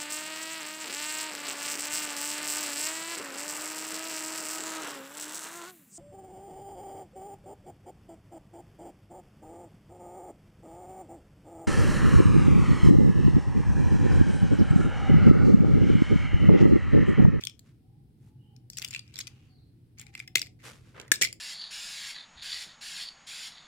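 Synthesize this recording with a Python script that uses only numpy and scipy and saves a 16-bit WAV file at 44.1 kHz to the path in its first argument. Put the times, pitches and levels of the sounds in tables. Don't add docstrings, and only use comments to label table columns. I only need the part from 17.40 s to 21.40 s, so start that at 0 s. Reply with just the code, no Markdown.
import sys
import numpy as np
from scipy import signal
from scipy.fft import rfft, irfft
from scipy.io import wavfile

SR = 44100
rng = np.random.default_rng(int(sys.argv[2]) if len(sys.argv) > 2 else 0)


def bounce(signal):
    frames = np.transpose(np.atleast_2d(signal))
    limited = np.clip(frames, -1, 1)
    pcm = np.round(limited * 32767).astype(np.int16)
    wavfile.write(sys.argv[1], SR, pcm)


N = 176400
T = np.arange(N) / SR

# start_s, length_s, level_db, pitch_hz
ROLLS = [(0, .035, -52, 2480), (1.318, 0.051, -57.5, 5000), (1.411, 0.057, -49, 2600),
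         (1.505, 0.091, -49, 2580), (1.608, 0.27, -65, 2500), (1.783, 0.36, -70.5, 2780),
         (2.572, .075, -56, 2220), (2.651, 0.062, -65, 2200), (2.724, 0.13, -59, 2120),
         (3.189, 0.068, -61.5, 2080)]
# start_s, rise_s, fall_s (per 20 dB), level_db, lowpass_hz
RUBS = [(0, 0.0097, 0.17, -62.5, 6150), (0.219, 0.058, 0.11, -65, 6200), (0.759, 0.13, 0.039, -70, 10300),
        (1.357, 0.056, 0.33, -58, 5840), (1.721, 0.031, 0.53, -62.5, 5160), (2.371, 0.11, 0.095, -92, 6000),
        (2.572, 0.016, 0.14, -71, 7840), (3.224, 0.038, 0.13, -42, 7400), (3.42, 0.067, 0.21, -62, 6000),
        (3.538, 0.031, 0.14, -41.5, 2100)]
# frequency_hz, level_db
RUB_SPECTRUM = [(200, -14.5), (450, -1), (800, -9), (1300, -3.5), (2200, -4.5), (4000, -10), (9000, -9),
                (11000, -8), (16000, -11.5)]
# frequency_hz, level_db
HUM_SPECTRUM = [(12, -66), (20, -37), (50, -13), (86, -9.5), (120, -0.5), (182, -15), (222, -14.5),
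                (347, -19.5), (377, -28), (422, -25.5), (607, -40.5), (802, -39.5), (1100, -48),
                (3340, -48.5), (5200, -50), (6500, -59), (9000, -50), (16000, -55)]
# frequency_hz, correlation (1 is mono, 0 is wide)
HUM_CORRELATION = [(30, 0.84), (100, 0.95), (300, 0.81), (800, 0), (2000, 0), (16000, 0)]
# pitch_hz, level_db, t60_s
SHELL_MODES = [(1390, -2.5, 0.0024), (1900, -8, 0.0068), (2173, -5, 0.021), (2476, -2, 0.014),
               (2895, -7, 0.01), (3470, 1.5, .005), (4140, -0.5, 0.0034), (4744, 1.5, 0.0089),
               (5426, 2.5, 0.009), (5820, -3.5, 0.0029), (7010, 2.5, 0.0074), (8200, 0, 0.012),
               (11400, -17, 0.0017), (13000, -8.5, 0.0044)]
# start_s, level_db, pitch_hz, treble_db, pan_left_db, chatter_s
KNOCKS = [(0.0094, -41, 5000, 11, 10, 0.0022), (0.036, -21.5, 3400, 5, 3, 0.0012),
          (0.0499, -24.5, 3570, 17, -1, 0.0014), (0.0699, -20, 3260, -24, 8.5, 0.00065),
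          (0.0957, -37, 4100, -2, -13, 0.0009), (0.1923, -39.5, 4060, 28, 4, 0.001),
          (1.1628, -46.5, 5150, 2.5, 5, 0.002), (1.2995, -29, 5300, 16.5, 2, 0.00079),
          (1.332, -39, 5750, -3, 4, 0.00095), (1.3699, -31.5, 7060, 4, 19, 0.0017),
          (1.3745, -33.5, 5380, 7, -14, 0.0012), (1.3834, -21.5, 5840, 9, 4.5, 0.0018),
          (1.38, -36, 2500, -4, 11, 0.00065), (1.395, -31.5, 5530, -8, 9, 0.00066),
          (1.4179, -25, 5470, -3, 2, 0.0026), (1.4238, -25.5, 2460, 5, 7, 0.00059),
          (1.4438, -32, 2600, -6, 6, 0.00057), (1.4464, -19.5, 2960, 5, 6.5, 0.0013),
          (1.477, -35, 5130, 10, 4, 0.001), (1.484, -31.5, 6900, 15, 3, 0.0011),
          (1.5104, -37.5, 4570, 11, 20, 0.00104), (1.5069, -29, 7000, 2, 3, 0.00082),
          (1.5287, -34.5, 2340, -10, 11, 0.0014), (1.5363, -26.5, 2900, -11, -1, 0.0017),
          (1.5469, -28, 2550, -21, 20, 0.0018), (1.5493, -39, 2560, -9, -13, 0.00048),
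          (1.56, -22.5, 2600, -19, -0.5, 0.0016), (1.5788, -52, 3950, -10, 12, 0.0011),
          (1.592, -27.5, 4470, -17, 2, 0.0012), (1.677, -49.5, 5340, -6, 6, 0.00086),
          (1.7388, -39, 4180, -15, 9, 0.003), (1.756, -31, 4300, -23, -8, 0.002),
          (1.765, -33.5, 3560, -20, 12, 0.0024), (1.7773, -34.5, 6670, -3, 6, 0.0057),
          (1.7878, -21.5, 7000, 0, 3.5, 0.0021), (1.8023, -27, 6860, -8, -10, 0.0025),
          (1.807, -24, 4530, -12, 6, 0.0045), (1.869, -31, 3650, -15, 9.5, 0.0026),
          (1.876, -31, 5300, -15, -2, 0.0015), (2.584, -43, 4770, 11, 13, 0.0019),
          (2.595, -30, 8000, 6, -2, 0.0018), (2.605, -44, 3060, -5, 5, 0.0012),
          (2.613, -34, 2220, 15, 6, 0.00096), (2.666, -45.5, 2260, -20, 16, 0.00049),
          (2.679, -56, 2340, -13, 6, 0.0014), (2.739, -45, 2140, -18, 0.5, 0.0012),
          (2.7506, -26, 2280, -13, -0.5, 0.001), (2.7761, -35.5, 2200, -19, -5, 0.0013),
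          (2.792, -35, 2400, -23, 8, 0.0029), (2.8, -23.5, 2220, -28, 2.5, 0.00027),
          (2.832, -59, 2190, -15, -3, 0.00089), (2.8754, -31, 2080, 1, 5, 0.0018),
          (3.0683, -38.5, 2190, 2, 2, 0.00082), (3.06, -40, 4780, -1, 1, .002),
          (3.6133, -37.5, 1850, -2, 3, 0.001), (3.679, -42, 1920, 3, -2.5, 0.0013),
          (3.9264, -26, 5370, 10, 1.5, 0.0016)]
# frequency_hz, level_db, t60_s
ROOM_REVERB = [(300, -9, 1), (1000, -12.5, 0.27), (1700, -17.5, 0.16), (2220, -14, .22), (2900, -11.5, 0.2),
               (4400, -13.5, 0.18), (7690, -15.5, 0.22), (11000, -11.5, 0.1), (14900, -9, 0.1)]
# start_s, length_s, pitch_hz, glide_share, arch_share, level_db
BIRD_CALLS = [(.15, 0.099, 680, -0.059, 0.025, -80), (.4, 0.23, 802, 0.033, 0.07, -77.5),
              (.77, 0.21, 842, 0.05, 0.042, -83), (1.01, .21, 796, -0.13, 0.0039, -76.5),
              (1.79, 0.24, 805, -0.02, 0.029, -81), (2.07, 0.14, 738, -0.067, .01, -80),
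              (2.58, .21, 808, -0.047, 0.0094, -74.5), (2.84, 0.28, 737, -0.043, 0.0027, -75.5),
              (0.979, 0.14, 2960, 0.032, 0.031, -76), (2.06, 0.18, 4280, -0.1, -0.035, -74.5)]
# start_s, level_db, pitch_hz, treble_db, pan_left_db, chatter_s, thump_db
LID_SNAPS = [(2.9533, -9.5, 3470, 7, 2, 0.004, -30), (2.9559, -8, 2020, 11, 2, 0.002, -21.5),
             (2.9568, -6, 2025, 0, 4, 0.0014, -26.5), (2.9712, -15, 2250, 5.5, -0.5, 0.0012, -30),
             (2.981, -21, 2170, 4, 2, 0.00059, -38.5), (2.9932, -21.5, 5520, -2, -1, 0.0013, -36),
             (3.0166, -15, 5200, 2, -1.5, 0.0013, -37), (3.0268, -26, 2330, -0.5, -1, 0.0011, -21),
             (3.5989, -29.5, 1560, -19.5, -9, 0.0015, -6.5), (3.7171, -1, 1714, 2.5, 1.5, 0.0012, -21),
             (3.7195, -5, 8200, 8.5, 0.5, 0.003, -27), (3.7364, -17, 3960, 18, -1, 0.0086, -30),
             (3.7575, -22.5, 5430, 8, -4, 0.0015, -44), (3.8132, -11, 6850, -4, 3.5, 0.0021, -15.5),
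             (3.818, -6.5, 2100, 8.5, -6, 0.0071, -26.5), (3.8232, -8.5, 2170, 12, 11, 0.00062, -37),
             (3.8327, -12.5, 2270, -2, -1, 0.002, -26.5), (3.8338, -13.5, 2150, -2, 4, 0.0011, -19),
             (3.842, -13, 5700, 16, -2.5, 0.0022, -38), (3.8480, -12, 2070, -13, 0, 0.0014, -36),
             (3.8516, -22, 2100, -18, 18, 0.006, -48), (3.8715, -25.5, 2280, 6, -6, 0.0014, -17),
             (3.8875, -32, 2270, 1, -1, .0006, -28)]

ROLL_GRAINS_PER_S, ROLL_SPREAD_DB, ROLL_T60_S = 2200, 3, .005
SCRAPE_DB, SCRAPE_BAND_HZ, RUB_GRAIN_DB = -10, (1700, 7150), 3
HUM_DB, DRONE_DB, DRONE_HZ, DRONE_WAVER_HZ = -55.5, -65, 123.6, 4.55
CONTACTS_PER_S, CHATTER_GAIN, CHATTER_RISE_S = 8000, 0.96, 0.00026
MODE_SPREAD_DB, SIDE_SPREAD_DB, GRIP_DETUNE_SHARE = 3, 1, .045
ANTIPHASE_HZ = 4230
CRACK_DB, CRACK_HZ, SHELL_LOW_HZ, TREBLE_HZ, THUMP_BAND_HZ = -8, 2220, 1360, 8780, (93, 555)
SPOT_BOOST_DB, SPOT_Q, SPOT_KNEE_HZ, SPOT_FADE_DB_PER_OCT = 15.5, 8.8, 2700, 5.5
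KNOCK_GAIN_DB, KNOCK_THUMP_DB, SNAP_GAIN_DB = 13, -32.5, 12
KNOCK_DELAY_S, RIGHT_LAG_S, ROOM_DELAY_S, ROOM_BUILD_S = .0009, .0001, 0.0011, 0.00091
BIRD_WAVER_SHARE, BIRD_DIRECT_DB, BIRD_ECHO_DB, BIRD_ECHO_T60_S = 0.033, -3.5, 5.5, 0.46


def from_db(db):
    return 10 ** (np.asarray(db) / 20)


def unit(x):
    return x / np.sqrt(np.mean(np.sum(x ** 2, axis=-1)) + 1e-20)


def at_hz(points, hz, column=1):
    table = np.array(points)
    return np.interp(np.log(np.maximum(hz, 1)), np.log(table[:, 0]), table[:, column])


def cut(x, hz, kind, order=2):
    sections = signal.butter(order, np.clip(hz, 10, SR / 2 - 100), kind, fs=SR, output="sos")
    return signal.sosfilt(sections, x)


def ring(x, hz, t60):
    r = np.exp(-np.log(1000) / (t60 * SR))
    return signal.lfilter([1, 0, -1], [1, -2 * r * np.cos(2 * np.pi * hz / SR), r * r], x + 1e-18)


def coloured(x, spectrum):
    gains = from_db(at_hz(spectrum, np.fft.rfftfreq(N, 1 / SR)))
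    return unit(irfft(rfft(x) * gains, N)) * np.sqrt(N)


def wander(below_hz):
    return unit(cut(rng.standard_normal(N), below_hz, "low")) * np.sqrt(N)


def swell(start, length):
    return np.sqrt(np.maximum(np.sin(np.pi * np.clip((T - start) / length, 0, 1)), 0))


def add(out, start, sound):
    i = max(int(start * SR), 0)
    out[:, i:i + sound.shape[1]] += sound[:, :N - i]


def rolling_sweets():
    signs = rng.choice([-1, 1], (2, N))
    sizes = from_db(ROLL_SPREAD_DB * np.minimum(rng.exponential(1, N), 4))
    grains = signs * sizes * (rng.random(N) < ROLL_GRAINS_PER_S / SR)
    scrape = from_db(SCRAPE_DB) * unit(cut(grains + 1e-18, SCRAPE_BAND_HZ, "band"))
    out = np.zeros((2, N))
    for start, length, db, hz in ROLLS:
        wheel = unit(ring(grains, hz, ROLL_T60_S))
        out += from_db(db) * swell(start, length) * unit(wheel + scrape) * np.sqrt(N)
    return out


def finger_rubs():
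    grain = np.interp(T, np.linspace(0, T[-1], N // 64), rng.standard_normal(N // 64))
    noise = rng.standard_normal((2, N)) + rng.standard_normal(N)
    friction = coloured(noise * from_db(RUB_GRAIN_DB * grain), RUB_SPECTRUM)
    out = np.zeros((2, N))
    for start, rise, fall, db, lowpass_hz in RUBS:
        attack = np.clip((T - start) / rise, 0, 1)
        release = from_db(-20 * np.maximum(T - start - rise, 0) / fall)
        out += from_db(db) * attack * release * cut(friction, lowpass_hz, "low")
    return out


def room_hum():
    correlation = at_hz(HUM_CORRELATION, np.fft.rfftfreq(N, 1 / SR))
    mid, side = rfft(rng.standard_normal((2, N)))
    air = irfft(np.sqrt(1 + correlation) * mid + np.sqrt(1 - correlation) * side * [[1], [-1]], N)
    pitch = DRONE_HZ + DRONE_WAVER_HZ * wander(below_hz=5.7)
    drone = np.sqrt(2) * np.sin(2 * np.pi * np.cumsum(pitch) / SR)
    return from_db(HUM_DB) * coloured(air, HUM_SPECTRUM) + from_db(DRONE_DB) * drone


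def shell_ring(force):
    modes = 0
    for hz, db, t60 in SHELL_MODES:
        mode_db = db + MODE_SPREAD_DB * rng.standard_normal()
        gains = from_db(mode_db + SIDE_SPREAD_DB * rng.standard_normal((2, 1)))
        held_hz = hz * (1 + GRIP_DETUNE_SHARE * rng.standard_normal())
        antiphase = rng.random() < .5 * min(hz / ANTIPHASE_HZ, 1)
        signs = rng.choice([-1, 1]) * np.array([[1], [1 - 2 * antiphase]])
        modes = modes + signs * gains * unit(ring(force, held_hz, t60))
    return unit(modes)


def plastic_hit(spot_hz, treble_db, pan_left_db, chatter_s, thump_db, size=2200):
    t = T[:size]
    pressure = (1 - np.exp(-t / CHATTER_RISE_S)) * np.exp(-t / chatter_s)
    force = CHATTER_GAIN * rng.standard_normal(size) * pressure
    force *= rng.random(size) < CONTACTS_PER_S / SR
    force[0] = 1
    crack = from_db(CRACK_DB) * unit(cut(force, CRACK_HZ, "high", order=3))
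    shell = cut(crack + shell_ring(force), SHELL_LOW_HZ, "high", order=4)
    octaves_up = max(np.log2(spot_hz / SPOT_KNEE_HZ), 0)
    boost_db = max(SPOT_BOOST_DB - SPOT_FADE_DB_PER_OCT * octaves_up, 0)
    shell += (from_db(boost_db) - 1) * signal.lfilter(*signal.iirpeak(spot_hz, SPOT_Q, fs=SR), shell)
    shell += (from_db(treble_db) - 1) * cut(shell, TREBLE_HZ, "high", order=1)
    thump = from_db(thump_db) * unit(cut(force, THUMP_BAND_HZ, "band", order=3))
    hit = unit(shell) + thump
    hit[1] = np.interp(t - RIGHT_LAG_S, t, hit[1], left=0)
    return hit * from_db([[pan_left_db / 2], [-pan_left_db / 2]])


def sweet_knocks():
    out = np.zeros((2, N))
    for start, db, *contact in KNOCKS:
        hit = plastic_hit(*contact, thump_db=KNOCK_THUMP_DB)
        add(out, start + KNOCK_DELAY_S, from_db(db + KNOCK_GAIN_DB) * hit)
    return out


def room_reverb(x, size=22050):
    t, tail = T[:size], 0
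    build = 1 - np.exp(-np.maximum(t - ROOM_DELAY_S, 0) / ROOM_BUILD_S)
    edges_hz = np.geomspace(150, 18000, 22)
    for low, high in zip(edges_hz, edges_hz[1:]):
        hz = np.sqrt(low * high)
        decay = np.exp(-np.log(1000) * t / at_hz(ROOM_REVERB, hz, column=2))
        band = unit(cut(rng.standard_normal((2, size)), [low, high], "band") * build * decay)
        tail = tail + band * from_db(at_hz(ROOM_REVERB, hz)) * np.sqrt(2 * (high - low) / SR)
    return signal.fftconvolve(x, tail, axes=1)[:, :N]


def distant_birds(echo_size=16000):
    calls, waver = 0, BIRD_WAVER_SHARE * wander(below_hz=60)
    for start, length, hz, glide, arch, db in BIRD_CALLS:
        from_middle = np.clip((T - start) / length, 0, 1) - .5
        pitch = hz * (1 + glide * from_middle - arch * (2 * from_middle) ** 2 + waver)
        calls = calls + from_db(db) * swell(start, length) * np.sin(2 * np.pi * np.cumsum(pitch) / SR)
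    decay = np.exp(-np.log(1000) * T[:echo_size] / BIRD_ECHO_T60_S)
    tail = unit(rng.standard_normal((2, echo_size)) * decay)
    echoes = signal.fftconvolve(calls[None], tail, axes=1)[:, :N]
    return from_db(BIRD_DIRECT_DB) * calls + from_db(BIRD_ECHO_DB) * echoes


def lid_snaps():
    out = np.zeros((2, N))
    for start, db, *contact in LID_SNAPS:
        add(out, start, from_db(db + SNAP_GAIN_DB) * plastic_hit(*contact))
    return out


def scene():
    toy = sweet_knocks() + lid_snaps() + rolling_sweets() + finger_rubs()
    return toy + room_reverb(toy) + distant_birds() + room_hum()


def record(dry):
    cutoff_hz = 16200
    return signal.sosfilt(signal.ellip(10, .2, 80, cutoff_hz, fs=SR, output="sos"), dry)


dry = scene()
out = record(dry)
bounce(out)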